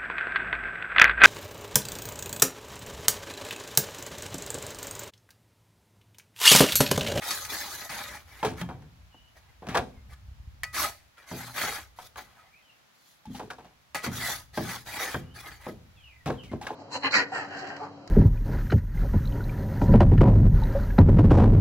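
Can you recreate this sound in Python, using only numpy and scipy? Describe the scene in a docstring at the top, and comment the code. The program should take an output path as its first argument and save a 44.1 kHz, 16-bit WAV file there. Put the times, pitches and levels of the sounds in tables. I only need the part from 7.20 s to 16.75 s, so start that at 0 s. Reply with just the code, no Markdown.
"""A shovel, close to a stereo microphone, bites and scrapes into loose, gritty earth, its blade ringing,
and tips three loads into a steel wheelbarrow a little to the right. A second tool chops at the heap in
the tray, which booms dully under its load. Soft footfalls thud on the ground of the yard and a reed
fence throws back a short echo; birds whistle far off and light wind touches the microphone."""
import sys
import numpy as np
from scipy import signal
from scipy.fft import rfft, irfft, next_fast_len
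from scipy.io import wavfile
from scipy.ndimage import uniform_filter1d

SR = 44100
rng = np.random.default_rng(int(sys.argv[2]) if len(sys.argv) > 2 else 0)


def inscribe(sig):
    """Save sig as 16-bit PCM at rate SR to the path in sys.argv[1].

    A 1-D sig is mono; a 2-D sig holds one channel per row.
    Samples are clipped to [-1, 1] before scaling.
    """
    pcm = np.round(np.clip(np.atleast_2d(sig).T, -1, 1) * 32767)
    wavfile.write(sys.argv[1], SR, pcm.astype(np.int16))


N = 421155

# modes of the shovel blade and of the loaded tray: pitch_hz, t60_s, gain_db
BLADE_MODES = [(595, 0.12, -12), (822, 0.051, -6), (1262, 0.14, 0.5), (1500, 0.11, -12), (1687, 0.079, -4),
               (1958, 0.21, -3.5), (2020, 0.049, -13), (2480, 0.26, -15), (3510, 0.053, -31),
               (4490, 0.065, -0.5), (6270, 0.093, -10)]
TRAY_MODES = [(120.05, 1, 6), (167, 0.12, -3.5), (202, 0.91, 3), (255.4, 0.49, 4), (338.6, 0.22, 1),
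              (436, 0.15, 1), (511, 0.49, -3), (742, 0.13, 3), (860, 0.063, -6), (1060, 0.15, -12),
              (1633, 0.041, -2.5), (2340, 0.42, -9.5), (3200, 0.19, 0)]
# the blade striking ground and pebbles:
# start_s, strength_db, weight_db, hardness_db_per_octave, contact_t60_s, spot_hz
BITES = [(0.02, -39, -37, -4, 0.2, 1900), (0.058, -41, -29, -7, 0.11, 890),
         (0.106, -41.5, -27, 6.5, 0.12, 6040), (0.248, -63, -14, 14, 0.11, 1970),
         (0.613, -44.5, -10, -4.5, 0.09, 1800), (0.693, -40, -4, 1.5, 0.47, 840),
         (3.433, -37.5, -26, 2, 0.054, 2260), (3.543, -43, -25, 4, 0.48, 1900),
         (4.378, -38.5, -26, 2, 0.15, 1690), (4.435, -34, -5, -7, 0.082, 1095),
         (4.479, -47, -6, -18, 0.087, 1000), (6.746, -29.5, -10.5, -1, 0.17, 694),
         (7.491, -42.5, -9, 1.5, 0.12, 1600), (8.263, -50, -19, -12, 0.035, 1200)]
# clods landing in the tray: the columns of BITES, then ring_db
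CLODS = [(1.943, -66.5, 0, -6.5, 0.022, 910, -66), (2.42, -52, -3, -5.5, 0.6, 680, -62),
         (2.468, -48, -3, -1, 0.071, 184, -45), (2.486, -43.5, 1, 1, 0.34, 1740, -40),
         (2.545, -39, -15, 0, 0.089, 859, -25.5), (2.551, -29, -26, -4, 0.11, 1275, -28),
         (2.571, -36, -10, 2, 0.063, 702, -29), (2.591, -58, 13, -15, 0.16, 748, -27.5),
         (6.054, -70, 13, 7.5, 0.095, 859, -43.5), (6.069, -74, 23.5, -2, 0.08, 211, -44),
         (6.096, -65, 16.5, -3, 0.29, 213, -41), (6.146, -55, -9, 5, 0.47, 812, -42.5),
         (6.194, -45, -21, -4.5, 0.05, 790, -47), (6.211, -57.5, 2.5, -12.5, 0.17, 254, -56),
         (6.302, -43.5, -26, 0, 0.1, 1464, -37), (6.383, -54.5, -6, -2.5, 0.16, 890, -53),
         (6.445, -61, -3, 0.5, 0.24, 712, -54), (9.058, -35.5, -4.5, -2, 0.27, 144.7, -33),
         (9.076, -53, 9, -15, 0.064, 776, -34), (9.101, -39, -16, -8.5, 0.013, 470, -31),
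         (9.234, -64.5, 16, 6.5, 0.27, 424, -57), (9.314, -47.5, -7, -4.5, 0.24, 226, -36.5),
         (9.333, -50.5, 11, -15, 0.01, 160, -48), (9.412, -48.5, -15, 1.5, 0.66, 827, -39.5),
         (9.467, -42, -28, -0.5, 0.084, 1700, -34.5), (9.503, -50, -9, -15, 0.06, 845, -34)]
# the second tool chopping in the tray: the columns of CLODS
CHOPS = [(1.228, -33, -11.5, -4, 0.081, 887, -28.5), (1.247, -37.5, -4.5, 2, 0.22, 434, -25),
         (1.413, -42.5, -3, 1, 0.047, 176.7, -37), (1.488, -46.5, -6.5, -4.5, 0.2, 957, -44),
         (1.619, -67, -3, 0.5, 0.08, 153.4, -51), (4.113, -44, -1.5, -7.5, 0.033, 162, -42.5),
         (4.787, -50.5, -36, -1, 0.1, 926, -45), (4.957, -50.5, -39, -2.5, 0.032, 1176, -44),
         (4.98, -52, -34, -1, 0.031, 854, -40), (6.863, -39.5, 2.5, -1, 0.029, 209.7, -35),
         (7.374, -33, -7, -7, 0.05, 210, -32.5), (7.943, -36.5, -1, -4, 0.024, 1390, -43),
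         (8.465, -42, -6.5, -10.5, 0.022, 197, -44)]


def amp(db):
    """Decibels to gain."""
    return 10 ** (np.asarray(db) / 20)


def unit_rms(x):
    """Scales to rms 1."""
    return x / np.sqrt(np.mean(x ** 2) + 1e-20)


def curve_at(points, hz):
    """Reads a table on a log-frequency axis."""
    freqs, values = np.transpose(points)
    return np.interp(np.log(hz + 1), np.log(freqs + 1), values)


def colour(x, points):
    """Filters by a table of freq_hz, gain_db."""
    size = next_fast_len(x.shape[-1] + 4096)
    gain = amp(curve_at(points, np.fft.rfftfreq(size, 1 / SR)))
    return irfft(rfft(x, size) * gain, size)[..., :x.shape[-1]]


def add(mix, start_s, sound):
    """Lays a sound into the mix."""
    part = mix[..., max(round(start_s * SR), 0):][..., :sound.shape[-1]]
    part += sound[..., :part.shape[-1]]


def wander(per_s):
    """Smooth random drift of rms 1."""
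    knots = rng.standard_normal(N // 16)
    return unit_rms(np.interp(np.arange(N) / SR * per_s, np.arange(len(knots)), knots))


def open_air(level_db):
    """The faint, nearly steady hiss of open air."""
    spectrum = [(25, -5), (60, -20), (124, 3.5), (400, -6), (700, 0), (1000, -0.5), (2000, -2), (2800, -4),
                (4000, -5.5), (6800, -10.5), (9200, -19), (11300, -11.5), (16000, -14)]  # colour of the hiss: freq_hz, density_db
    hiss = unit_rms(colour(rng.standard_normal((2, N)), spectrum))
    return hiss * amp(level_db + 0.433 * wander(per_s=1.6))


def wind(gain_db):
    """Lumpy wind at the microphone; slow eddies reach each port on their own."""
    breeze = [(0.0, -64), (1.5, -63), (2.3, -68.5), (2.85, -58.5), (3.65, -59), (4.0, -80), (4.5, -65),
              (5.1, -70), (5.8, -97), (6.15, -78), (6.7, -76), (6.95, -63.5), (8.5, -63), (9.0, -67.5),
              (9.15, -59), (9.55, -64)]  # wind strength, with a lull midway: time_s, level_db
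    spectrum = [(15, 9.5), (35, -11.5), (60, 10), (110, 3.5), (220, -17.5), (600, -38), (3000, -82)]
    common, eddies = colour(rng.standard_normal((2, N)), spectrum)
    eddies = colour(eddies, [(25, 8), (60, -13.5), (150, -9)])
    rumble = unit_rms(np.array([common + eddies, common - eddies]))
    breeze_db = np.interp(np.arange(N) / SR, *np.transpose(breeze))
    return rumble * amp(gain_db + breeze_db + 2 * wander(per_s=29))


def yard_echo(x, delay_s):
    """Scattered echoes from the fence and the ground, gone within half a second."""
    decay = [(100, 0.28), (400, 0.46), (1500, 0.18), (5000, 0.37), (14000, 0.34)]  # decay time of the yard: freq_hz, t60_s
    taps = rng.standard_normal((2, SR)) * (rng.random((2, SR)) < 2500 / SR)
    hz, t, spectra = signal.stft(taps, SR, nperseg=256)
    tail = signal.istft(spectra * amp(-60 * t / curve_at(decay, hz)[:, None]), SR, nperseg=256)[1]
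    tail = np.pad(tail / np.linalg.norm(tail[0]), ((0, 0), (int(delay_s * SR), 0)))
    return signal.fftconvolve(x[None], tail, axes=1)[:, :N]


def far_birds(waver, flutter_db):
    """Thin, gliding whistles that flutter on their way through the air."""
    whistles = [(1.876, 0.24, 2956, 2950, -64), (2.722, 0.1, 2370, 1960, -68),
                (5.311, 0.096, 2180, 2790, -60.5), (5.36, 0.076, 2250, 1990, -70),
                (5.414, 0.13, 3330, 2590, -63), (6.05, 0.13, 3800, 2760, -69),
                (6.39, 0.088, 2990, 2750, -72), (8.011, .15, 2780, 3100, -64),
                (8.751, 0.21, 3590, 2180, -55.5), (8.762, 0.066, 2750, 2200, -60),
                (8.905, 0.14, 2115, 1860, -64), (9.161, 0.098, 3530, 2410, -54),
                (9.232, 0.099, 2306, 2060, -61)]  # bird calls: start_s, length_s, first_hz, last_hz, level_db
    out, drift = np.zeros(N), wander(per_s=480)
    flutter = unit_rms(amp(flutter_db * wander(per_s=90)))
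    for start_s, length_s, first_hz, last_hz, db in whistles:
        size = int(length_s * SR)
        hz = np.geomspace(first_hz, last_hz, size) * (1 + waver * drift[int(start_s * SR):][:size])
        tone = np.sin(2 * np.pi * np.cumsum(hz) / SR)
        add(out, start_s, amp(db) * signal.windows.tukey(size, 0.6) * tone)
    return out * flutter


def footfalls(low_hz, high_hz, t60, gain_db):
    """A heel pushes the ground through a few slow cycles."""
    steps = [(2.774, -35.5), (2.927, -37), (3.084, -32), (3.114, -33.5), (3.2, -34.5), (3.275, -30.5),
             (3.42, -40)]  # soft, deep thuds: start_s, level_db
    t, out = np.arange(SR // 3) / SR, np.zeros(N)
    rise = 1 - np.exp(-t / 0.0062)
    for (start_s, db), hz in zip(steps, rng.uniform(low_hz, high_hz, len(steps))):
        add(out, start_s, amp(gain_db + db - 60 * t / t60) * rise * np.sin(2 * np.pi * hz * t))
    return out


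def grains(per_s, spread_db):
    """Grains of earth: mid and side trains of tiny clicks, most small and a few large."""
    sizes = amp(spread_db * np.minimum(rng.exponential(1, N), 4))
    hits = rng.random(N) < per_s / SR
    return unit_rms(sizes * hits * rng.standard_normal((2, N)))


def steel_ring(x, modes, drive_db):
    """The contact sound plus the steel modes that it drives."""
    out = x.copy()
    for hz, t60, db in modes:
        radius = np.exp(-np.log(1000) / (t60 * SR))
        feedback = radius * np.cos(2 * np.pi * hz / SR)
        mode = signal.lfilter([1, -feedback], [1, -2 * feedback, radius ** 2], x)
        out += amp(drive_db + db) * 2 * (1 - radius) * mode
    return out


def struck_mode(hz, t60, db):
    """One struck mode, swelling over about a cycle and dying away."""
    t = np.arange(SR // 2) / SR
    envelope = amp(db - 60 * t / t60) * (1 - np.exp(-t * hz))
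    return envelope * np.sin(2 * np.pi * (hz * t + rng.random()))


def force_db(hz, strength_db, weight_db, hardness, spot_hz):
    """A blow's level at hz: heavy lumps thump, hard ones crack, energy gathers at the spot's pitch."""
    thump_hz, crack_hz, focus_octaves = 317, 4000, 0.42
    bass_share = 1 / (1 + (hz / thump_hz) ** 6)
    focus_db = 6.5 * np.exp(-(np.log2(hz / spot_hz) / focus_octaves) ** 2)
    tilt_db = hardness * np.log2(min(hz, crack_hz) / 1000)
    return strength_db + focus_db + bass_share * weight_db + (1 - bass_share) * tilt_db


def blows(rows, spectrum, gain_db, boom_t60, boom_hz, tail_db, tail_t60, rise_cycles):
    """Each blow is a burst of crumbling earth: the treble cracks at once, the bass swells and lingers."""
    t, out = np.arange(SR * 3 // 4) / SR, np.zeros((2, N))
    edges_hz = np.geomspace(45, 16000, 14)
    for low_hz, high_hz in zip(edges_hz, edges_hz[1:]):
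        hz = np.sqrt(low_hz * high_hz)
        band = signal.butter(3, [low_hz, high_hz], "band", fs=SR, output="sos")
        noise = signal.sosfilt(band, grains(per_s=6000, spread_db=4.8))
        rise = 1 - np.exp(-(t / (rise_cycles / hz + 0.00084)) ** 2)  # soft earth rounds the attack
        linger_s = boom_t60 / (1 + (hz / boom_hz) ** 2)
        tail = amp(tail_db - 60 * t / tail_t60) / (1 + hz / 1000)
        for start_s, strength_db, weight_db, hardness, t60, spot_hz, *_ in rows:
            db = force_db(hz, strength_db, weight_db, hardness, spot_hz) + curve_at(spectrum, hz)
            fall = amp(-60 * t / (t60 + linger_s)) + tail
            burst = noise[:, int(start_s * SR) % (N - len(t)):][:, :len(t)] * rise * fall
            burst /= np.linalg.norm(burst, axis=1, keepdims=True)
            onset_rms = np.sqrt(np.mean(fall[:SR // 30] ** 2))  # the first 33 ms set the level
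            add(out, start_s, amp(gain_db + db) * np.linalg.norm(fall) / onset_rms * burst)
    return out


def tray_bongs(gain_db, t60_at_200_hz, damping):
    """Each blow sounds the patch of tray that it lands on; the load damps high notes fastest."""
    out = np.zeros(N)
    for start_s, *_, spot_hz, ring_db in CLODS + CHOPS:
        t60 = t60_at_200_hz * (200 / spot_hz) ** damping
        add(out, start_s, struck_mode(spot_hz, t60, gain_db + ring_db))
    return out


def tray_clanks(gain_db, tilt_db_per_octave, contact_hz):
    """Steel on steel: the harder the second tool's clack, the more the whole tray rings."""
    out = np.zeros(N)
    for start_s, strength_db, weight_db, hardness, _, spot_hz, _ in CHOPS:
        clack_db = gain_db + force_db(contact_hz, strength_db, weight_db, hardness, spot_hz)
        for hz, t60, db in TRAY_MODES:
            tilt_db = tilt_db_per_octave * np.log2(hz / 1000)
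            add(out, start_s, struck_mode(hz, t60, clack_db + db + tilt_db))
    return out


def wheelbarrow():
    """Falling clods and the chopping tool set the loaded tray booming; returns mid and side."""
    # tone of each kind of blow: freq_hz, gain_db
    clod_colour = [(55, -6), (110, -1), (210, 1.5), (400, -3), (800, 0), (1500, -0.5), (2100, -2),
                   (3200, -2), (13000, -11.5)]
    chop_colour = [(55, -11.5), (110, 5), (210, 0.5), (400, -4), (800, 0.5), (1500, 2.5), (2100, -0.5),
                   (3200, -2), (13000, -9)]
    clods = blows(CLODS, clod_colour, gain_db=-5.5, boom_t60=0.14, boom_hz=442,
                  tail_db=-42, tail_t60=1.0, rise_cycles=0.49)
    chops = blows(CHOPS, chop_colour, gain_db=-6, boom_t60=0.72, boom_hz=239,
                  tail_db=-26.5, tail_t60=0.89, rise_cycles=0.21)
    mid, side = steel_ring(clods + chops, TRAY_MODES, drive_db=-1)
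    mid += tray_bongs(gain_db=4.5, t60_at_200_hz=0.28, damping=0.78)
    mid += tray_clanks(gain_db=-11.5, tilt_db_per_octave=4, contact_hz=1920)
    return mid, side


def pushes(attack_s=0.027, slack_db=-10, settle_t60=0.21):
    """Each push bites, swells to its hardest point, then the earth settles; gains of rasp and grit."""
    # earth sliding along the blade: start_s, length_s, crest_fraction, rasp_db, grit_db
    strokes = [(0.0, 0.24, 0.51, -35, -35), (0.276, 0.38, 0.16, -37, -38), (0.697, 0.28, 0, -36.5, -43),
               (1.055, 0.19, 0.78, -48.5, -58), (1.358, 0.061, 1, -39.5, -49),
               (2.142, 0.055, 0.56, -55, -63.5), (2.21, 0.15, .6, -63.5, -85),
               (2.881, 0.065, 0.9, -53.5, -61), (3.526, 0.15, 0.78, -29.5, -31.5),
               (3.954, 0.16, .15, -52.5, -68), (4.063, 0.32, 0.44, -42.5, -46),
               (4.34, 0.25, .3, -30.5, -37), (4.754, 0.12, 1, -52.5, -54),
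               (4.963, 0.045, .25, -39.5, -44.5), (5.053, 0.25, .6, -57.5, -74),
               (5.726, 0.25, 0.8, -91, -65), (6.089, 0.096, 1, -58, -58), (6.816, 0.049, 0.67, -29, -37),
               (6.908, 0.26, 0.78, -33, -34.5), (7.328, 0.26, 0.88, -38.5, -41.5),
               (7.647, 0.31, 0.63, -32.5, -39.5), (8.135, 0.084, 0.86, -44, -48.5),
               (8.219, 0.14, 0.39, -43.5, -52.5), (8.393, 0.13, 0.72, -47.5, -55)]
    t, out = np.arange(SR) / SR, np.zeros((2, N))
    attack = np.minimum(t / attack_s, 1)
    for start_s, length_s, crest, rasp_db, grit_db in strokes:
        swell_db = np.interp(t, [0, length_s * crest, length_s], [slack_db, 0, slack_db])
        settle_db = -60 * np.maximum(t - length_s, 0) / settle_t60
        add(out, start_s, amp([[rasp_db], [grit_db]]) * attack * amp(swell_db + settle_db))
    return out


def crumbs(per_s, gain_db, t60):
    """Hard crumbs crack under the blade, the louder the harder it is pushed."""
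    spectrum = [(100, -21), (700, -4), (1600, -16), (2900, 12), (5000, 5), (16000, -41)]
    t = np.arange(SR // 10) / SR
    tick = rng.standard_normal((2, len(t))) * amp(-60 * t / t60)
    cracks = (rng.random(N) < per_s / SR) * rng.uniform(0.2, 1, N)
    ticks = colour(signal.fftconvolve(cracks[None], tick, axes=1)[:, :N], spectrum)
    return amp(gain_db) * pushes()[0] * unit_rms(ticks)


def shifting_load(x, depth_db, frames):
    """Resonances come and go as earth loads one part of the blade after another."""
    spectra = signal.stft(x, nperseg=1024, noverlap=768)[2]
    patches = uniform_filter1d(rng.standard_normal(spectra.shape[1:]), size=frames, axis=1)
    patches = unit_rms(uniform_filter1d(patches, size=4, axis=0))
    shifted = signal.istft(spectra * amp(depth_db * patches), nperseg=1024, noverlap=768)[1]
    return unit_rms(shifted[:, :N])


def scrape(grit_db, rasp_db, judder_db, lumps_db, flicker_db):
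    """Grains rub along the blade, which sticks and slips as it is pushed through lumpy earth."""
    # hiss of fine grit and rasp of coarse earth: freq_hz, density_db
    grit_colour = [(1600, -47), (2800, -15), (3300, -4), (4000, -2.5), (5400, -6.5), (6200, -3.5),
                   (8100, -11), (9500, -10.5), (10600, -6.5), (11600, -4), (12500, -9), (14500, -9),
                   (16000, -6.5)]
    rasp_colour = [(60, -25), (250, -11.5), (500, -12.5), (800, -7), (1100, -7.5), (1600, -6), (1950, -5),
                   (2400, -8.5), (2800, -20), (4000, -31)]
    drag = unit_rms(amp(judder_db * wander(per_s=70) + lumps_db * wander(per_s=28)))
    rasp_gain, grit_gain = pushes() * drag
    grit = shifting_load(colour(grains(per_s=22000, spread_db=0.85), grit_colour), depth_db=4.5, frames=9)
    rasp = shifting_load(colour(grains(per_s=6000, spread_db=2.2), rasp_colour), depth_db=4, frames=6)
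    grit_gain *= amp(grit_db + flicker_db * wander(per_s=80))
    return grit_gain * grit + amp(rasp_db) * rasp_gain * rasp


def blade_clinks(gain_db, sustain, damping):
    """A hard bite sets all the blade's modes ringing; the low ones last longer than when it is buried."""
    out = np.zeros(N)
    for start_s, strength_db, weight_db, hardness, _, spot_hz in BITES:
        for hz, t60, db in BLADE_MODES:
            free_t60 = t60 * sustain * (1500 / max(hz, 1500)) ** damping
            strike_db = force_db(hz, strength_db, weight_db, hardness, spot_hz)
            add(out, start_s, struck_mode(hz, free_t60, gain_db + db + strike_db))
    return out


def shovel():
    """Scrapes and bites ring the steel blade while crumbs crack under it; returns mid and side."""
    bite_colour = [(55, -25), (110, 0), (210, -2.5), (400, -12), (800, -4), (1500, -2), (2100, 4.5),
                   (3200, -2.5), (13000, -1)]  # tone of the blade striking ground: freq_hz, gain_db
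    rubbing = scrape(grit_db=4.5, rasp_db=-1.5, judder_db=1.05, lumps_db=0.37, flicker_db=1.3)
    bites = blows(BITES, bite_colour, gain_db=-10.5, boom_t60=0.023, boom_hz=400,
                  tail_db=-38, tail_t60=0.27, rise_cycles=0.66)
    blade = steel_ring(rubbing + bites, BLADE_MODES, drive_db=5)
    mid, side = blade + crumbs(per_s=120, gain_db=-12, t60=0.013)
    return mid + blade_clinks(gain_db=-3, sustain=1.86, damping=0.67), side


def microphone_pair(mid, side, side_db, left_lag_samples):
    """Two microphone ports: scattered sound differs between them, direct sound reaches one first."""
    width = [(60, -18), (125, -42), (250, -22), (500, -10.5), (1000, -13.5), (2000, -8.5), (4000, -5),
             (8000, -3.5), (12000, -3), (16000, 4)]  # stereo spread: freq_hz, side_gain_db
    balance = [(100, 0.5), (400, 0), (1500, 1), (4500, 2), (9000, -1), (14000, 0)]  # lean between the ports: freq_hz, left_minus_right_db
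    side = amp(side_db) * colour(side, width)
    left = colour(mid + side, [(hz, db / 2) for hz, db in balance])
    right = colour(mid - side, [(hz, -db / 2) for hz, db in balance])
    size = next_fast_len(N)
    lag_cycles = np.outer([0.5, -0.5], np.fft.rfftfreq(size) * left_lag_samples)
    return irfft(rfft([left, right], size) * np.exp(-2j * np.pi * lag_cycles), size)[:, :N]


def scene():
    """Shovel straight ahead, barrow a little to the right, birds far off."""
    blade, blade_side = shovel()
    tray, tray_side = wheelbarrow()
    near = microphone_pair(blade, blade_side, side_db=1, left_lag_samples=0.094)
    near += microphone_pair(tray, tray_side, side_db=-1.5, left_lag_samples=2.43)
    song = far_birds(waver=0.023, flutter_db=4.5)
    echo = yard_echo(amp(-16) * (blade + tray) + amp(2.5) * song, delay_s=0.014)
    steps = footfalls(low_hz=61.9, high_hz=66, t60=0.048, gain_db=9)
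    return near + amp(4) * song + echo + steps + wind(gain_db=12) + open_air(level_db=-62)


def record(dry):
    """The deepest bass is thinned; the treble dips narrowly at 13 kHz and ends near 16 kHz."""
    overall_tone = [(20, -14), (45, 1), (12400, -2), (13000, -31), (13450, -15), (13850, -5), (16000, -3)]  # tone of the whole sound: freq_hz, gain_db
    lowpass = signal.firwin(511, 15900, window=("kaiser", 9), fs=SR)
    return signal.oaconvolve(colour(dry, overall_tone), lowpass[None], "same")


dry = scene()
out = record(dry)
inscribe(out)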